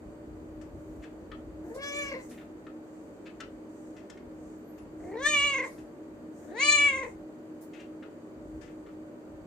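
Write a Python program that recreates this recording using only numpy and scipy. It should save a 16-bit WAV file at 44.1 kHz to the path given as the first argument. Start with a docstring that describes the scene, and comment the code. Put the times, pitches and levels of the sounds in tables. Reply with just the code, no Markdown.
"""A cat on a wooden shelf meows three times close to a wall: vocal-fold partials shaped by moving resonances.
A hand strokes its back: swelling noise bands for fur, cloth and the cat's breath, low noise for the hand.
An air conditioner hums, whines and hisses: wavering tones and banded stereo noise.
Small ticks (noise bursts, shelf modes), rustle puffs and thin gliding squeaks are scattered around the calls."""
import sys
import numpy as np
from scipy import signal
from scipy.io import wavfile
from scipy.ndimage import uniform_filter1d

SR = 44100
rng = np.random.default_rng(int(sys.argv[2]) if len(sys.argv) > 2 else 0)


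def persist_wave(psi):
    """Save psi, clipped to +-1, as 16-bit WAV."""
    counts = np.round(np.clip(psi, -1, 1) * 32767).astype(np.int16)
    wavfile.write(sys.argv[1], SR, np.atleast_2d(counts).T)


N = 417186

# Motor lines. Each row: frequency in Hz, level in dB rms.
HUM_LINES = [(48.4, -81.5), (96.9, -67.5), (242.2, -59.5), (312.2, -48.5), (538.3, -64), (586.8, -60),
             (635.2, -67.5)]
HUM_WAVER_HZ, HUM_STEADY_SHARE = 9.2, 0.79
# Spectrum of the airflow. Each row: frequency in Hz, relative density in dB.
AIR_SPECTRUM = [(18, -53), (30, -26), (92, -32), (123, -15), (243, -6), (277, -6), (316, -7), (369, -4),
                (505, -11.5), (591, -15.5), (674, -17), (1680, -28), (3990, -45), (7280, -64),
                (15500, -58.5)]
AIR_RMS_DB = -49
# Airflow correlation. Each row: frequency in Hz, left-right likeness from -1 to 1.
AIR_LIKENESS = [(60, 0.36), (180, 0.95), (550, 0.59), (1650, -0.18), (4970, -0.5), (15000, -0.086)]
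# Faint high motor tones. Each row: frequency in Hz, waver rate in Hz, level in dB rms.
WHINES = [(4580, 430, -81), (8100, 4, -90.5)]

# Swishes of fur, cloth and the cat's breath. Each row: middle in seconds, time from middle to -10 dB in seconds,
# swish level in dB, rustle level in dB.
SWISHES = [(.6, 0.12, -99, -95), (0.916, 0.15, -82, -84), (1.708, 0.062, -75, -73),
           (2.243, 0.052, -62, -73), (2.36, 0.08, -78, -74), (3.004, .15, -79.5, -98),
           (3.82, 0.13, -74, -95), (4.48, .12, -75, -96), (5.065, 0.068, -71, -86),
           (5.662, 0.037, -56, -77), (6.441, 0.088, -69, -79), (7.063, .07, -65, -82),
           (7.74, 0.13, -92, -90), (8.61, 0.15, -85, -97)]
SWISH_REST_DB, RUSTLE_REST_DB = -75.5, -79   # between swells
# Rumble of the holding hand. Each row: time in seconds, mean level in dB.
RUMBLE_COURSE = [(0.0, -58.5), (1.47, -55), (2.0, -56.5), (2.29, -62), (3.66, -65.5), (5.51, -52),
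                 (5.72, -62), (7.25, -58), (7.61, -76.5), (8.56, -53), (9.2, -76), (9.46, -52)]
RUMBLE_LUMPS_DB, RUMBLE_LUMPS_HZ = 5, 2.7

# Ticks and scuffs of claws and small things. Each row: start in seconds, peak in dB before panning,
# body in Hz, treble gain in dB, rise in seconds, T60 in seconds, left over right in dB.
TICKS = [(0.613, -52, 1360, 2, 0.0014, 0.1, 18.5), (1.017, -45, 1860, -11, 0.025, 0.075, 6),
         (1.316, -39.5, 1360, -53, 0.0023, 0.038, 6), (2.306, -49, 2310, -22, 0.0093, 0.14, 4),
         (2.376, -47.5, 2210, -23, 0.0032, 0.15, 1), (2.41, -50.5, 1350, -24, 0.0019, 0.093, 7),
         (2.667, -43, 1390, -29, 0.00099, 0.041, 6), (3.253, -44.5, 2570, -15, 0.016, 0.08, 6),
         (3.402, -33.5, 1530, -6, 0.004, 0.048, 5.5), (3.962, -49, 2160, -3.5, 0.0048, 0.21, 8),
         (4.098, -41, 1860, 1, 0.0043, 0.036, 7.5), (4.172, -46.5, 2360, -11, 0.0049, 0.025, 3),
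         (4.78, -56, 1380, 1, 0.0029, 0.091, 17), (5.782, -52.5, 1850, -3, 0.0015, 0.12, 9),
         (7.73, -47.5, 2930, -10, 0.007, 0.32, 9), (7.785, -47, 3040, -11, 0.02, 0.12, 5),
         (8.025, -43, 1490, -26, 0.0038, 0.069, 5), (8.609, -60, 2000, -0.5, 0.0065, 0.23, 31.5),
         (8.672, -53, 1830, -22, .005, 0.15, 5), (8.862, -50, 1380, -16, 0.0028, 0.18, 5)]
# Modes of the wooden shelf. Each row: frequency in Hz, relative level in dB, T60 in seconds.
SHELF_MODES = [(1500, 4.5, 0.022), (1783, 9.5, 0.031), (3200, -29, 0.065), (3360, -42, 0.08),
               (4740, -34, 0.076)]
ROOM_T60_S, CAT_ROOM_DB, TICK_ROOM_DB = 0.23, -12, -5.5

# Pitch, a list per meow. Each row: time in seconds, pitch in Hz.
PITCH = [
    [(1.62, 310.4), (1.69, 395), (1.75, 510), (1.815, 563.3), (1.92, 572.3), (1.99, 581), (2.11, 550.7),
     (2.22, 505.4)],
    [(5.0, 311.2), (5.13, 392.2), (5.22, 548), (5.28, 607.3), (5.35, 584.6), (5.41, 562.3), (5.45, 582.3),
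     (5.5, 560), (5.69, 532)],
    [(6.42, 287.6), (6.51, 319.3), (6.55, 427.4), (6.62, 564.6), (6.65, 586.2), (6.76, 587.8), (6.86, 572),
     (6.94, 524.5), (6.97, 551.7), (7.02, 544), (7.1, 501)],
]
# Short pitch drops as the tiring folds falter. Each row: middle in seconds, share of pitch lost.
FALTERS = [(2.145, 0.1), (5.549, 0.054), (5.592, 0.12), (5.623, 0.11), (5.658, 0.19), (6.784, 0.028),
           (6.984, 0.0695), (7.009, 0.023), (7.039, 0.13), (7.068, 0.13)]
FALTER_HALF_WIDTH_S = 0.0088
# Mouth, a list per meow. Each row: time in seconds, effort in dB, main resonance in Hz,
# middle resonance in Hz, brightness (middle over main) in dB.
MOUTH = [
    [(1.62, -72, 1730, 3900, -20), (1.76, -58, 1830, 3970, -27), (1.808, -40.5, 2040, 3480, -26),
     (1.834, -36, 1830, 3470, -11), (1.928, -38.5, 2150, 3660, -16.5), (1.994, -32, 2140, 3530, -20),
     (2.092, -33, 2037, 4040, -35), (2.22, -58, 1980, 4080, -10)],
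    [(5.0, -67.5, 2010, 3870, -16), (5.148, -52, 1950, 4340, -18), (5.212, -42, 1810, 3490, -14.5),
     (5.264, -18.5, 1920, 3590, -21), (5.29, -29.5, 1790, 3340, -3.5), (5.316, -28, 2500, 3620, -12),
     (5.344, -20, 2503, 3490, -28.5), (5.482, -21.5, 2596, 4230, -34), (5.558, -28.5, 2230, 3860, -36),
     (5.648, -37.5, 1930, 4220, -31), (5.69, -70, 2050, 3760, 0)],
    [(6.42, -70, 1770, 3960, -3), (6.546, -53.5, 1790, 3910, -16.5), (6.612, -25, 2250, 4080, -13.5),
     (6.66, -22, 2660, 4430, -13.5), (6.716, -21, 2200, 4000, -8.5), (6.776, -22.5, 2440, 4010, -19),
     (6.804, -19.5, 2490, 3520, -24), (6.893, -22, 2280, 3410, -34.5), (6.915, -32, 2180, 3350, -27.5),
     (7.034, -39.5, 2080, 3900, -25.5), (7.1, -69, 1955, 3930, -18)],
]
# Top resonance, lifted as the lips draw back, a list per meow. Each row: time in seconds, centre in Hz.
TOP = [
    [(1.83, 5430), (1.9, 5700), (1.99, 6750), (2.1, 5560)],
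    [(5.2, 5850), (5.3, 6730), (5.5, 6840), (5.66, 5750)],
    [(6.6, 6560), (6.72, 6960), (6.88, 7140), (7.05, 6235)],
]
# Wall echoes, opposite in the two channels. Each row, one per meow: first delay in seconds, its level in dB,
# second delay in seconds, its level in dB.
WALL = [(0.0007, -7.5, 0.0039, -13), (0.00024, -11, 0.00137, -24.5), (.00012, -8.5, .0008, -5)]
WALL_FROM_HZ = 1190
# Settings of the meows. Each row, one per meow: creak end in seconds, time in seconds when the rasp is full,
# fundamental and second partial in dB at full effort, top resonance in dB over effort,
# base of the partials' breath in dB, hiss in dB over the top resonance,
# left over right in dB, lag of the right channel in seconds.
CALLS = [(1.812, 2.117, -45.5, -45, -8.5, -18.5, -10, 2, 0.00017),
         (5.206, 5.621, -42.5, -39.5, -7.5, -29.5, -19, 2, 0.000042),
         (6.556, 7.02, -45, -41, -11, -34, -26.5, 3, 0.000032)]
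FULL_EFFORT_DB = -25
# Hoarseness 0-1: a creak that clears, a clean middle, a rasp at the end.
CREAK, CREAK_LATE, CLEAN, RASP = 0.7, 0.4, 0.018, 0.27
CLEAR_S, CRACK_S = 0.05, 0.022
HOARSE_DB_PER_PARTIAL = -3   # above the 4th, at hoarseness 1: hoarse folds close softly
CHEST_DB_PER_EFFORT_DB, CHEST_RISE_S, CHEST_FALL_S = -0.24, 0.23, 0.071   # the fundamental
SECOND_DB_PER_EFFORT_DB = 0.35
MAIN_WIDTH_HZ, MIDDLE_WIDTH_HZ, TOP_WIDTH_HZ, STEEPNESS = 202, 300, 810, 0.98
TOP_DB_PER_BRIGHT_DB, TOP_CREAK_DB, TOP_WAKES_S = 0.52, -6.5, 0.07   # nearly shut in the creak, then opens
EDGE_HZ, EDGE_WIDTH_HZ, EDGE_DB = 8200, 360, -15.5   # a last resonance, level relative to the top one
DIP_HZ, DIP_WIDTH_HZ, DIP_DB = 5570, 500, -3.5
ROLL_OFF_HZ, ROLL_OFF_DB_PER_KHZ, ROLL_OFF_SPAN_KHZ = 8600, -2.5, 2
BREATH_DB_PER_PARTIAL = 1.1
HISS_LOW_HZ, HISS_HIGH_HZ = 8020, 15500   # breath through the teeth

# Puffs of rustle. 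Each row: start in seconds, peak in dB, centre in Hz, time to peak in seconds
# (of the swell, before noise).
PUFFS = [(1.742, -45.5, 7400, 0.015), (2.29, -47, 8000, 0.02), (5.658, -51, 8200, 0.048),
         (7.607, -47.5, 11800, 0.018)]
# Thin gliding squeaks. Each row: start and end in seconds, first and last frequency in Hz, level in dB rms.
SQUEAKS = [(4.575, 4.613, 12150, 12000, -80), (4.64, 4.668, 11800, 12400, -78),
           (4.67, 4.695, 13000, 12800, -73), (4.688, 4.718, 12700, 11100, -68),
           (4.71, 4.76, 13100, 12700, -76), (4.764, 4.795, 12400, 11700, -75),
           (4.79, 4.84, 10900, 11100, -77)]
CUTOFF_HZ = 15800


def amp(db):
    """Decibels to amplitude."""
    return 10 ** (np.asarray(db) / 20)


def rms_one(x):
    """Scale to an rms of 1."""
    return x / np.sqrt(np.mean(x ** 2) + 1e-20)


def peak_one(x):
    """Scale to a peak of 1."""
    return x / np.max(np.abs(x))


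def in_time(rows, t):
    """Interpolate every column after the first over time."""
    s, *columns = np.transpose(rows)
    return [np.interp(t, s, column) for column in columns]


def at_hz(points, hz):
    """Interpolate over log frequency."""
    point_hz, values = np.transpose(points)
    return np.interp(np.log(hz), np.log(point_hz), values)


def band(x, low_hz, high_hz):
    """Band-pass, second-order Butterworth prototype."""
    return signal.sosfilt(signal.butter(2, [low_hz, high_hz], "band", fs=SR, output="sos"), x)


def drift(rate_hz, size):
    """White noise through a double one-pole low-pass, run in; rms 1."""
    r = np.exp(-2 * np.pi * rate_hz / SR)
    white = rng.standard_normal(size + 8000)
    return rms_one(signal.lfilter([1], [1, -2 * r, r * r], white)[8000:])


def pan(x, db):
    """Mono to stereo, or balance of a stereo pair: left louder than right by db."""
    return x * amp([[db / 2], [-db / 2]])


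def span(start_s, end_s):
    """Sample slice, times and a window with 3.7 ms ramps."""
    at = slice(round(start_s * SR), round(end_s * SR))
    t = np.arange(at.start, at.stop) / SR
    return at, t, np.clip(np.minimum(t - t[0], t[-1] - t) / 0.0037, 0, 1)


def hum():
    """Motor lines: a steady sine plus a part that wavers in a narrow band."""
    out, t = np.zeros(N), np.arange(N) / SR
    waver_share = np.sqrt(1 - HUM_STEADY_SHARE ** 2)
    for hz, db in HUM_LINES:
        turn = 2 * np.pi * (hz * t + rng.random())
        steady = np.sqrt(2) * np.sin(turn)
        waver = drift(HUM_WAVER_HZ, N) * np.cos(turn) + drift(HUM_WAVER_HZ, N) * np.sin(turn)
        out += amp(db) * (HUM_STEADY_SHARE * steady + waver_share * waver)
    return out


def airflow():
    """Third-octave bands of stereo noise, each with its own level and left-right likeness."""
    out, edges_hz = 0, 30 * 2 ** np.arange(0, 9.4, 1 / 3)
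    white = rng.standard_normal((2, 2, N))   # neighbouring bands get unrelated noise
    for k, (low_hz, high_hz) in enumerate(zip(edges_hz, edges_hz[1:])):
        mid, side = band(white[k % 2], low_hz, high_hz)
        hz = np.sqrt(low_hz * high_hz)
        alike = at_hz(AIR_LIKENESS, hz)
        stereo = np.sqrt(1 + alike) * mid + np.sqrt(1 - alike) * side * [[1], [-1]]
        out = out + amp(at_hz(AIR_SPECTRUM, hz)) * stereo
    return amp(AIR_RMS_DB) * rms_one(out)


def whines():
    """High motor tones under low-passed noise, wavering independently in the two channels."""
    turn = 2 * np.pi * np.arange(N) / SR
    return np.array([sum(amp(db) * np.sqrt(2) * drift(waver_hz, N) * np.sin(hz * turn)
                         for hz, waver_hz, db in WHINES)
                     for channel in range(2)])


def swishes():
    """Strokes and the cat's breaths swell in two bright bands of hiss; the holding hand rumbles, leaning left."""
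    t, white = np.arange(N) / SR, rng.standard_normal((5, N))
    swish, rustle = np.full(N, amp(SWISH_REST_DB)), np.full(N, amp(RUSTLE_REST_DB))
    for s, half_s, swish_db, rustle_db in SWISHES:
        swell = np.maximum(1 - ((t - s) / (1.5 * half_s)) ** 2, 0) ** 2
        swish += amp(swish_db) * swell
        rustle += amp(rustle_db) * swell
    flutter = amp(0.66 * drift(18, N))
    swish = swish * flutter * rms_one(band(white[:2], 6000, 8340))
    rustle = rustle * rms_one(band(white[2:4], 10000, 19845))
    rumble_db = in_time(RUMBLE_COURSE, t)[0] + RUMBLE_LUMPS_DB * drift(RUMBLE_LUMPS_HZ, N)
    rumble = amp(rumble_db) * rms_one(band(white[4], 29, 101))
    return swish + rustle + pan(rumble, 3.0)


def ticks():
    """Dying noise as body, broad knock and bright crack; the sharper the touch, the more the shelf rings."""
    out, t = np.zeros((2, N)), np.arange(round(.3 * SR)) / SR
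    for s, db, hz, treble_db, rise_s, t60_s, side_db in TICKS:
        shape = np.minimum(t / rise_s, 1) * amp(-60 * np.maximum(t - rise_s, 0) / t60_s)
        burst = rng.standard_normal((3, len(t))) * shape
        body_gain = 3.55 * (1500 / hz) ** 2   # low bodies ring more clearly
        body = body_gain * band(burst[0], hz / 1.19, hz * 1.02)
        knock = 1.5 * band(band(burst[1], 1290, 3080), 950, 6800)
        crack = amp(treble_db) * band(burst[2], 4900, 7800)
        wood = 0
        for mode_hz, mode_db, mode_t60_s in SHELF_MODES:
            strength_db = rng.normal(0, 1.5)
            wood = wood + amp(mode_db + strength_db - 60 * t / mode_t60_s) * np.sin(2 * np.pi * mode_hz * t)
        tick = body + knock + 0.38 * np.exp(-rise_s / 0.005) * wood + crack
        at = round(s * SR)
        out[:, at:at + len(t)] += pan(amp(db) * peak_one(tick), side_db)
    return out


def room(x):
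    """Reverb: a dying noise tail per side, unit energy on average, duller than the direct sound."""
    t = np.arange(round(.6 * SR)) / SR
    tail = band(rng.standard_normal((2, len(t))), 260, 4800) * amp(-60 * t / ROOM_T60_S) * (t > .004)
    return signal.fftconvolve(x, tail / np.sqrt(np.sum(tail ** 2) / 2), axes=1)[:, :N]


def wall(voice, echoes):
    """Two short echoes; long waves reach both channels alike and leave no difference."""
    side = sum(amp(db) * np.roll(voice, round(s * SR)) for s, db in zip(echoes[::2], echoes[1::2]))
    return band(side, WALL_FROM_HZ, 14000)


def meows():
    """Vocal-fold partials weighted by moving resonances of throat and mouth, with breath and wall echoes."""
    out = np.zeros((2, N))
    for course, mouth, top, echoes, call in zip(PITCH, MOUTH, TOP, WALL, CALLS):
        clears_s, rasps_s, chest_db, second_db, top_over_db, breath_db, hiss_db, lean_db, late_s = call
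        at, t, window = span(course[0][0], course[-1][0])
        pitch_hz = uniform_filter1d(in_time(course, t)[0], size=900)
        for s, share in FALTERS:
            pitch_hz = pitch_hz * (1 - share * np.exp(-((t - s) / FALTER_HALF_WIDTH_S) ** 2))

        effort_db, main_hz, middle_hz, bright_db = in_time(mouth, t)
        top_hz = in_time(top, t)[0]
        slack_db = effort_db - FULL_EFFORT_DB
        shut = np.clip(1 - (t - clears_s) / TOP_WAKES_S, 0, 1)
        top_db = effort_db + top_over_db + TOP_DB_PER_BRIGHT_DB * bright_db + TOP_CREAK_DB * shut
        tract = [(main_hz, effort_db, MAIN_WIDTH_HZ),
                 (middle_hz, effort_db + bright_db, MIDDLE_WIDTH_HZ),
                 (top_hz, top_db, TOP_WIDTH_HZ)]

        rough = np.interp(t, [t[0], clears_s - CLEAR_S, clears_s, rasps_s - CRACK_S, rasps_s],
                          [CREAK, CREAK_LATE, CLEAN, CLEAN, RASP])
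        # uneven cycles smear the partials; hoarse folds also beat in strength
        uneven = 1 + .003 * drift(25, len(t)) + .12 * rough * drift(150, len(t))
        turn = 2 * np.pi * np.cumsum(pitch_hz * uneven) / SR
        beat = 1 + rough * drift(90, len(t))

        # the fundamental thins as effort grows
        fade = np.clip(np.minimum((t - t[0]) / CHEST_RISE_S, (t[-1] - t) / CHEST_FALL_S), 0, 1)
        chest = fade * amp(chest_db + CHEST_DB_PER_EFFORT_DB * slack_db) * np.sin(turn)
        second = amp(second_db + SECOND_DB_PER_EFFORT_DB * slack_db) * np.sin(2 * turn)
        voice = chest + second
        for k in range(3, 26):
            hz = k * pitch_hz
            gain = amp(top_db + EDGE_DB) / (1 + ((hz - EDGE_HZ) / EDGE_WIDTH_HZ) ** 2)
            for centre_hz, db, width_hz in tract:
                gain = gain + amp(db) / (1 + ((hz - centre_hz) / width_hz) ** 2) ** STEEPNESS
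            hoarse_db = HOARSE_DB_PER_PARTIAL * rough * max(k - 4, 0)
            dip_db = DIP_DB * np.exp(-((hz - DIP_HZ) / DIP_WIDTH_HZ) ** 2)
            roll_off_db = ROLL_OFF_DB_PER_KHZ * np.clip((hz - ROLL_OFF_HZ) / 1000, 0, ROLL_OFF_SPAN_KHZ)
            unsteady_db = min(0.31 * k, 5.0) * drift(31.6, len(t))   # high partials waver most
            gain = gain * amp(hoarse_db + dip_db + roll_off_db + unsteady_db)
            # turbulence between the partials
            breath = amp(breath_db + BREATH_DB_PER_PARTIAL * k) * drift(380, len(t))
            voice += gain * (1 + breath) * np.sin(k * turn + k * k)
        voice = np.sqrt(2) * voice * beat * window

        hiss_noise = rms_one(band(rng.standard_normal((2, len(t))), HISS_LOW_HZ, HISS_HIGH_HZ))
        hiss = window * amp(top_db + hiss_db) * hiss_noise
        direct = pan(np.array([voice, np.interp(t - late_s, t, voice)]), lean_db)
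        out[:, at] += direct + wall(voice, echoes) * [[1], [-1]] + hiss
    return out


def puffs():
    """Soft swells of bright noise."""
    out, t = np.zeros((2, N)), np.arange(round(.25 * SR)) / SR
    for s, db, hz, length_s in PUFFS:
        swell = t / length_s * np.exp(1 - t / length_s)
        noise = band(rng.standard_normal((2, len(t))), hz / 1.96, hz * 1.44)
        at = round(s * SR)
        out[:, at:at + len(t)] += amp(db) * peak_one(swell * noise)
    return out


def squeaks():
    """Short sines, each gliding linearly in frequency."""
    out = np.zeros(N)
    for start_s, end_s, from_hz, to_hz, db in SQUEAKS:
        at, t, window = span(start_s, end_s)
        turn = 2 * np.pi * np.cumsum(np.linspace(from_hz, to_hz, len(t))) / SR
        out[at] += np.sqrt(2) * amp(db) * window * np.sin(turn)
    return out


def scene():
    """Mix all layers; only cat and ticks feed the room."""
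    cat, small = meows(), ticks()
    wet = room(amp(CAT_ROOM_DB) * cat + amp(TICK_ROOM_DB) * small)
    return hum() + airflow() + whines() + swishes() + small + cat + wet + puffs() + squeaks()


def record(dry):
    """The microphones drop the deepest bass; the top is cut steeply."""
    dry = signal.sosfilt(signal.butter(6, 38, "high", fs=SR, output="sos"), dry)
    return signal.sosfilt(signal.cheby2(24, 60, CUTOFF_HZ, fs=SR, output="sos"), dry)


dry = scene()
out = record(dry)
persist_wave(out)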